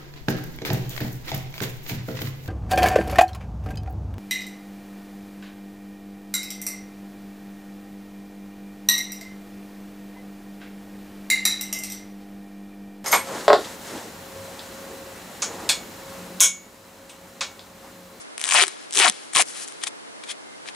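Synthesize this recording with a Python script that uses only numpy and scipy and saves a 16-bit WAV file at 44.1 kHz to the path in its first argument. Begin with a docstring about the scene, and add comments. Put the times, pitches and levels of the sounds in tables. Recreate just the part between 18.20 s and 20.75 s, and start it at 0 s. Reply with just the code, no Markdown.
"""Over an open engine bay, left of a small stereo microphone, wide cloth tape is pulled off its roll three times.
The glue lets go in snaps, short ringing noise pulses with rapid jittered runs at full pull, amid fine crackle;
they drive resonances that make the taut strip hum, and low jolts mark the jerks of the roll.
Fingers slide on the tape as patchy hiss, then it is nicked and ripped in dense bursts of clicks and a few snaps.
Short echoes follow from nearby metal; behind lies a wide steady rumble of coloured noise with a faint whine."""
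import sys
import numpy as np
from scipy import signal
from scipy.fft import rfft, irfft
from scipy.io import wavfile

SR = 44100
rng = np.random.default_rng(int(sys.argv[2]) if len(sys.argv) > 2 else 0)


def to_wav(sig):
    """Store sig (one row per channel, or 1-D mono) as 16-bit WAV at the path in sys.argv[1].

    Samples outside -1..1 are clipped; the rate is SR.
    """
    pcm = np.clip(np.atleast_2d(sig), -1, 1) * 32767
    pcm = np.round(pcm).astype(np.int16)
    wavfile.write(sys.argv[1], SR, pcm.T)  # frames by channels


N = 112454  # samples


def from_db(db):
    """Logarithmic level: 20 dB is a factor of ten in amplitude."""
    return 10 ** (np.asarray(db) / 20)


def rms_one(x):
    """Power normalization: rms 1 along time."""
    return x / np.sqrt(np.mean(x ** 2, axis=-1, keepdims=True) + 1e-20)


def in_time(rows, column=1, outside=-120):
    """Linear interpolation of one column at every sample, constant outside its span."""
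    rows = np.array(rows)
    return np.interp(np.arange(N) / SR, rows[:, 0], rows[:, column], outside, outside)


def at_hz(points, hz):
    """Interpolation of a spectrum along a logarithmic frequency axis."""
    points = np.array(points)
    return np.interp(np.log(hz + 1), np.log(points[:, 0]), points[:, 1])


def shaped(x, points):
    """Spectral weighting: each frequency is scaled by a level in dB."""
    gain = from_db(at_hz(points, np.fft.rfftfreq(N, 1 / SR)))
    return irfft(rfft(x) * gain, N)


def band(x, edges_hz):
    """Causal band-pass filtering."""
    return signal.sosfilt(signal.butter(2, edges_hz, "band", fs=SR, output="sos"), x)


def high_pass(x, order, hz):
    """Causal high-pass filtering."""
    return signal.sosfilt(signal.butter(order, hz, "high", fs=SR, output="sos"), x)


def resonance(x, hz, width_hz):
    """Damped resonance, a pole pair whose radius sets the bandwidth; gain 1 at the peak."""
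    r = np.exp(-np.pi * width_hz / SR)
    poles = [1, -2 * r * np.cos(2 * np.pi * hz / SR), r * r]
    return signal.lfilter([(1 - r * r) / 2, 0, (r * r - 1) / 2], poles, x)


def grains(per_s, size_db):
    """Random point process: clicks of uneven size and sign; rms 1."""
    sizes = from_db(size_db * np.minimum(rng.exponential(1, N), 4)) * rng.choice([-1, 1], N)
    return rms_one(sizes * (rng.random(N) < per_s / SR))


def drift(rate):
    """Random modulation: lines between normal random knots, `rate` of them per second."""
    knots = int(N / SR * 400) + 2
    return np.interp(np.arange(N) / SR * rate, np.arange(knots), rng.standard_normal(knots))


def two_bands(curves, low, high):
    """Amplitude modulation of a low and a high layer by curves of level and treble share."""
    low, high = rms_one(low), rms_one(high)
    return sum(from_db(in_time(c)) * (low + from_db(in_time(c, column=2)) * high) for c in curves)


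BODY_HZ, TREBLE_HZ = (589, 5350), (4910, 10750)
BODY_PEAK_HZ, BODY_PEAK_WIDTH_HZ, BODY_PEAK_DB = 2130, 1300, 3
TREBLE_PEAK_HZ, TREBLE_PEAK_WIDTH_HZ, TREBLE_PEAK_DB = 8630, 5400, 15


def body(x):
    """Broad resonance of the cloth backing within a band."""
    peak = resonance(x, BODY_PEAK_HZ, BODY_PEAK_WIDTH_HZ)
    return band(x + from_db(BODY_PEAK_DB) * peak, BODY_HZ)


def treble(x):
    """Broad high resonance of the glue line within a band."""
    peak = resonance(x, TREBLE_PEAK_HZ, TREBLE_PEAK_WIDTH_HZ)
    return band(x + from_db(TREBLE_PEAK_DB) * peak, TREBLE_HZ)


# single snaps, mostly of the glue letting go, the last few at the rips:
# t/s, body level/dB, treble level/dB, ring f/Hz
SNAP_EVENTS = [(0.1799, -29, -25, 2400), (0.1957, -36, -32, 2400), (0.2006, -35, -33, 3200),
               (0.2088, -39, -39, 4000), (0.2146, -27, -22, 2400), (0.2267, -39, -33, 2400),
               (0.2403, -18, -18, 3600), (0.2478, -32, -24, 1800), (0.2539, -33, -26, 2500),
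               (0.2567, -28, -27, 2100), (0.268, -34, -25, 4200), (0.2724, -31, -29, 1700),
               (0.277, -29, -28, 2100), (0.2801, -30, -26, 1800), (0.289, -26, -21, 2100),
               (0.2909, -21, -17, 2700), (0.3002, -25, -22, 3300), (0.31, -17, -19, 2400),
               (0.3142, -21, -19, 2700), (0.3226, -12, -16, 2100), (0.3262, -24, -19, 1700),
               (0.3305, -27, -23, 1500), (0.3363, -19, -13, 2600), (0.3426, -17, -13, 1700),
               (0.3487, -11, -13, 1200), (0.4063, -11, -20, 2700), (0.412, -11, -17, 2900),
               (0.4177, -10, -16, 2400), (0.4224, -14, -17, 2600), (0.4255, -15, -14, 3100),
               (0.4306, -13, -16, 3300), (0.4376, -10, -15, 1900), (0.4682, -32, -29, 3300),
               (0.4808, -28, -23, 4000), (0.7093, -39, -32, 3100), (0.7253, -37, -28, 3500),
               (0.7314, -38, -26, 3700), (0.7384, -31, -25, 3800), (0.7498, -29, -20, 3600),
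               (0.7534, -29, -23, 2600), (0.7563, -27, -21, 4000), (0.7614, -27, -24, 3400),
               (0.7636, -28, -19, 2800), (0.7695, -23, -21, 2900), (0.7735, -12, -12, 3300),
               (0.7828, -22, -16, 3300), (0.7895, -12, -11, 3000), (0.7972, -22, -17, 3200),
               (0.7998, -10, -11, 2900), (0.8803, -12, -18, 3900), (0.8844, -16, -12, 2200),
               (0.8895, -20, -16, 3600), (0.8978, -19, -13, 3400), (0.9229, -46, -36, 5000),
               (1.1347, -33, -26, 2400), (1.1497, -23, -20, 3300), (1.1517, -22, -19, 3700),
               (1.1543, -17, -19, 2500), (1.1566, -23, -18, 4300), (1.1607, -18, -16, 3600),
               (1.1625, -14, -13, 2300), (1.169, -12, -13, 3000), (1.2071, -17, -14, 2200),
               (1.2103, -18, -15, 2800), (1.2137, -17, -14, 2800), (1.2177, -24, -13, 3100),
               (1.2224, -23, -14, 2800), (1.2863, -47, -38, 2100), (1.3992, -40, -33, 2600),
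               (1.4788, -41, -32, 1900), (1.4849, -41, -32, 2100), (1.5227, -43, -41, 3200),
               (1.6372, -24, -20, 2600), (2.0372, -36, -43, 2700), (2.0392, -39, -39, 2400),
               (2.4584, -36, -54, 1700), (2.4775, -36, -44, 2900), (2.4872, -30, -43, 3400)]
SNAP_RISE_S, BODY_FALL_S, TREBLE_FALL_S = .00014, .00018, .00028
SNAP_TAIL_S, SNAP_TAIL_DB = .0024, -28.5
SNAP_ROUGH, THIN_SHARE = .9, .55  # noise in the push; bass edge as a share of the ring pitch
STRIP_WIDTH_HZ, STRIP_DB = 950, 7


def snaps():
    """Impulsive excitation: short rough pushes with weak tails; the body part rings the strip's resonance."""
    rows = np.array(list(SNAP_EVENTS) + snap_runs())
    t = np.arange(768) / SR - .0006  # zero at the snap

    def envelope(fall_s):
        """Exponential rise, then a fast decay over a weak slow one."""
        falling = np.exp(-t / fall_s) + from_db(SNAP_TAIL_DB) * np.exp(-t / SNAP_TAIL_S)
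        return np.where(t < 0, np.exp(t / SNAP_RISE_S), falling)

    noise = rng.standard_normal((len(rows), len(t)))
    push = (SNAP_ROUGH * noise - 1) * envelope(BODY_FALL_S)
    ring_hz = rows[:, 3:]
    hz = np.fft.rfftfreq(len(t), 1 / SR)
    ring = 1j * hz * STRIP_WIDTH_HZ / (ring_hz ** 2 - hz ** 2 + 1j * hz * STRIP_WIDTH_HZ)
    thin = (1j * hz / (THIN_SHARE * ring_hz + 1j * hz)) ** 2  # weak below the ring
    rung = irfft(rfft(push) * thin * (1 + from_db(STRIP_DB) * ring))
    rung = band(band(rung, BODY_HZ), BODY_HZ)
    bright = -treble(noise * envelope(TREBLE_FALL_S))

    out = np.zeros(N + SR)
    places = ((rows[:, :1] + t[0]) * SR).astype(int) + np.arange(len(t))
    for sound, db in ((rung, rows[:, 1]), (bright, rows[:, 2])):
        strength = np.std(sound[:, :80], axis=1, keepdims=True)  # the level holds at the onset
        np.add.at(out, places, sound / strength * from_db(db)[:, None])
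    return out[:N]


# fast peeling, a rapid run of distinct snaps at a jittered rate:
# start t/s, end t/s, rate/(snaps per s), body level/dB, treble level/dB
RUN_SPANS = [(0.3537, 0.4, 272, -14, -21), (0.804, 0.878, 310, -14.5, -18.5), (1.171, 1.205, 320, -18, -17)]
# main ring of the free strip, falls in the first two pulls, nearly level in the third: t/s, f/Hz
STRIP_PITCH = [(.355, 2600), (.404, 2350), (.805, 2540), (.84, 2280), (.878, 1030), (1.172, 2520),
               (1.205, 2560)]
RUN_JITTER, RUN_SPREAD_DB, PITCH_SPREAD = .25, 2.5, .1  # log interval, level, log pitch


def snap_runs():
    """Random intervals about a mean rate: rows like SNAP_EVENTS, ringing near the pitch of the strip."""
    rows = []
    for start, end, per_s, body_db, treble_db in RUN_SPANS:
        luck = rng.standard_normal((40, 4))
        intervals = np.exp(RUN_JITTER * luck[:, 0])
        s = start + (np.cumsum(intervals) - 1) / per_s
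        hz = np.interp(s, *np.transpose(STRIP_PITCH)) * np.exp(PITCH_SPREAD * luck[:, 3])
        levels = RUN_SPREAD_DB * luck[:, 1:3] + [body_db, treble_db]
        rows += [row for row in zip(s, *levels.T, hz) if row[0] < end]
    return rows


# fine crackle of glue threads, one curve per pull: t/s, body level/dB, treble level re body/dB
CRACKLE_CURVES = [
    [(.175, -59, 8), (.23, -41.5, 1.5), (.33, -30, 0), (.36, -21, -4.5), (.438, -24.5, -10),
     (.452, -33.5, -2), (.49, -50, 1), (.52, -58, -5)],
    [(.705, -55, -6), (.745, -40, 3), (.795, -23, 3.5), (.82, -21, -14), (.88, -26.5, -20), (.9, -29, 3),
     (.91, -66, -21)],
    [(1.13, -43, 0), (1.146, -41, 9), (1.156, -30, -15), (1.2, -22.5, -10), (1.222, -32, 1), (1.24, -49, 1)],
]


def crackle():
    """Random superposition: dense small grains of glue threads under each pull."""
    fine = grains(3000, size_db=3)
    return two_bands(CRACKLE_CURVES, body(fine), -treble(fine))


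# humming of the taut strip: start t/s, end t/s, f/Hz, level/dB, T60/s
STRIP_HUMS = [(0.36, .395, 725, -29.5, 0.064), (0.344, 0.364, 920, -24.5, 0.028),
              (.415, .445, 382, -32.5, 0.05), (.455, .48, 350, -46, 0.084), (.3, .33, 1100, -34.5, 0.015),
              (0.756, 0.807, 375, -33.5, 0.039), (0.78, 0.856, 930, -30, 0.064),
              (0.837, .882, 743, -23.5, 0.067), (.83, 0.899, 281, -44, 0.035),
              (0.873, .895, 205, -36, 0.038), (1.159, 1.183, 1121, -25, 0.0096),
              (1.192, 1.203, 890, -21.5, 0.015), (1.164, 1.223, 401.4, -38.5, 0.0039)]


def hums(drive):
    """Forced vibration: the rectified peeling sound drives low modes of the stretched strip."""
    t, out = np.arange(N) / SR, np.zeros(N)
    for start, end, hz, db, t60 in STRIP_HUMS:
        on = (t > start) & (t < end)
        push = band(np.abs(drive) * on + 1e-18, (hz / 1.29, hz * 1.41))
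        tone = resonance(push, hz, np.log(1000) / np.pi / t60)  # bandwidth from decay time
        out += from_db(db) * tone / np.std(tone[on])
    return out


# low jolts as the roll jerks: t/s, level/dB
ROLL_JOLTS = [(0.356, -52), (0.8, -35), (1.16, -28)]
JOLT_HZ = 256


def jolts():
    """Impulse response of a low-pass: dull, mainly one-sided pushes."""
    clicks = np.zeros(N) + 1e-18
    for s, db in ROLL_JOLTS:
        clicks[int(s * SR)] = from_db(db) * SR / JOLT_HZ / 2  # makes up for the low-pass
    return signal.sosfilt(signal.butter(2, JOLT_HZ, fs=SR, output="sos"), clicks)


# short rips: t/s, body level/dB, treble level re body/dB
RIP_CURVES = [
    [(1.615, -53, -6), (1.63, -40, -1), (1.636, -35, -3), (1.6385, -27.5, 2), (1.646, -38, -1),
     (1.656, -50, 0), (1.667, -37, -2), (1.671, -22.5, -4.5), (1.677, -29.5, -1.5), (1.684, -41, 5),
     (1.695, -58, 3)],
    [(2.03, -56, -7), (2.038, -41, -11), (2.058, -57, 3), (2.08, -44, -2), (2.097, -33, -4),
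     (2.112, -32.5, 1.5), (2.126, -42.5, 0.5), (2.145, -62, -8)],
    [(2.445, -65, -6), (2.46, -50, -4), (2.482, -40.5, -4), (2.488, -32, -13), (2.5, -44.5, -3),
     (2.513, -67, 0), (2.535, -65, -4), (2.55, -43.5, -3)],
]
# relative spectrum of the body of a rip: f/Hz, level/dB
RIP_SPECTRUM = [(350, -42), (600, -15), (1170, -10), (2460, -2.5), (2770, -8.5), (3490, -2.5), (4360, -7),
                (5500, -11.5), (7150, -13), (12100, -120)]
RIP_RING_HZ, RIP_RING_WIDTH_HZ, RIP_RING_DB = 3290, 280, -2.5


def rips():
    """Random impulse train through a resonance: threads of the cloth parting in dense bursts."""
    threads = grains(4000, size_db=1.5)
    ring = resonance(threads, RIP_RING_HZ, RIP_RING_WIDTH_HZ)
    cloth = shaped(threads + from_db(RIP_RING_DB) * ring, RIP_SPECTRUM)
    return two_bands(RIP_CURVES, cloth, treble(threads[::-1]))  # reversed, so the layers are unlike


# fingers sliding on the tape: t/s, low level/dB, high level re low/dB
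SLIDE_CURVES = [
    [(0.0, -56.5, 9), (0.016, -56, 14), (0.06, -67, -1)],
    [(0.48, -46, 19), (0.492, -43.5, -1), (0.55, -48, -2.5), (0.644, -49, 0), (0.7, -58, -3),
     (0.708, -55, 2), (0.72, -59, -7)],
    [(0.9, -47, -23), (0.91, -42, -1), (1.122, -54.5, 1.5), (1.13, -45, -5)],
    [(1.235, -52, -2), (1.249, -57, 11), (1.28, -47, 10), (1.335, -46.5, 6), (1.362, -41, 3.5),
     (1.437, -41.5, 8), (1.467, -50.5, -1), (1.477, -52, 10.5), (1.557, -51.5, -1.5), (1.609, -59, 8),
     (1.62, -38, -7)],
]
SLIDE_LOW_HZ, SLIDE_HIGH_HZ = (1200, 4900), (5370, 13200)


def slide():
    """Friction noise: soft hiss of skin on the tape, made patchy by random modulation."""
    low, high = rng.standard_normal((2, N)) * from_db(.7 * drift(60.8))
    return two_bands(SLIDE_CURVES, band(low, SLIDE_LOW_HZ), band(high, SLIDE_HIGH_HZ))


# lean of the tape to the left: f/Hz, left level re right/dB
LEFT_OVER_RIGHT = [(60, 23), (220, 8), (840, 15.5), (3140, 8), (11700, 4.5)]
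RIGHT_LAG_S = .00002
SCATTER_DB, SCATTER_HZ, SCATTER_PER_S = -4, (4360, 13500), 300


def placed_left(x):
    """Interaural level and time difference: left leads; treble scatters round the microphone body."""
    hz = np.fft.rfftfreq(N, 1 / SR)
    right = from_db(-at_hz(LEFT_OVER_RIGHT, hz)) * np.exp(-2j * np.pi * hz * RIGHT_LAG_S)
    left = rfft(x) * 2 / (1 + np.abs(right))
    taps = rng.standard_normal(24) / np.sqrt(24)
    scattered = signal.lfilter(taps, 1, band(x, SCATTER_HZ))
    side = from_db(SCATTER_DB) * drift(SCATTER_PER_S) * scattered
    return irfft(np.array([left, left * right]), N) + side * [[1], [-1]]


ECHO_T60_S, ECHO_DB, ECHO_HZ = .05, -17, (500, 5900)


def echoes(x):
    """Convolution with decaying noise: short reflections off nearby metal, different on each side."""
    t = np.arange(SR // 8) / SR
    tail = rng.standard_normal((2, len(t))) * from_db(-60 * t / ECHO_T60_S) * (t > .0008)
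    tail = band(tail, ECHO_HZ)
    tail = tail / np.sqrt(np.sum(tail ** 2, axis=1, keepdims=True))  # unit energy
    return from_db(ECHO_DB) * signal.fftconvolve(x[None], tail, axes=1)[:, :N]


# relative spectrum of the rumble: f/Hz, level/dB
RUMBLE_SPECTRUM = [(18, -60), (30, -8), (53, -24.5), (319, -5.5), (353, -6.5), (464, -7), (1730, -14),
                   (2170, -16), (2400, -18), (9900, -26.5), (11500, -26.5), (15000, -68), (22000, -120)]
# likeness of its two sides: f/Hz, left-right correlation (-1 is opposite phase)
SIDE_LIKENESS = [(60, -0.79), (220, -0.89), (840, -0.61), (3140, -0.57), (11700, -0.16)]
# the whine comes forward once: t/s, level change/dB
WHINE_CURVE = [(2.14, -5), (2.2, 4), (2.33, 7), (2.4, 0)]
RUMBLE_DB = -48  # of the part common to both sides
WHINE_HZ, WHINE_WIDTH_HZ, WHINE_DB = 2095, 41, -65.5


def rumble():
    """Partial coherence: distant noise largely out of phase between the sides, with a faint wavering whine."""
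    alike = np.clip(at_hz(SIDE_LIKENESS, np.fft.rfftfreq(N, 1 / SR)), -1, 1)
    mid, side = rfft(shaped(rng.standard_normal((2, N)), RUMBLE_SPECTRUM))
    mid = irfft(mid * np.sqrt(1 + alike), N)
    side = irfft(side * np.sqrt(1 - alike), N)
    gain = from_db(RUMBLE_DB + .74 * drift(5.26)) / np.std(mid)

    whine = resonance(rng.standard_normal(N), WHINE_HZ, WHINE_WIDTH_HZ)
    whine = rms_one(resonance(whine, WHINE_HZ, WHINE_WIDTH_HZ))
    whine_gain = from_db(WHINE_DB + in_time(WHINE_CURVE, outside=0))
    return gain * (mid + side * [[1], [-1]]) + whine_gain * whine


def scene():
    """Linear superposition of the placed tape, its echoes and the background."""
    peel = snaps() + crackle()
    strip = high_pass(peel + hums(peel), 4, 170)
    tape = strip + jolts() + slide() + rips()
    return placed_left(tape) + echoes(tape) + rumble()


CUTOFF_HZ, BASS_CUT_HZ = 11000, 109
OVERLOAD = .8  # amplitude that flattened peaks approach


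def record(dry):
    """Band limiting and saturation: top cut, highest peaks flattened, bass thinned, top cut again."""
    top_cut = signal.ellip(8, .2, 40, CUTOFF_HZ, fs=SR, output="sos")
    x = signal.sosfiltfilt(top_cut, dry)
    flat = x / (1 + (x / OVERLOAD) ** 4) ** .25
    return signal.sosfiltfilt(top_cut, high_pass(flat, 2, BASS_CUT_HZ))


dry = scene()
out = record(dry)
to_wav(out)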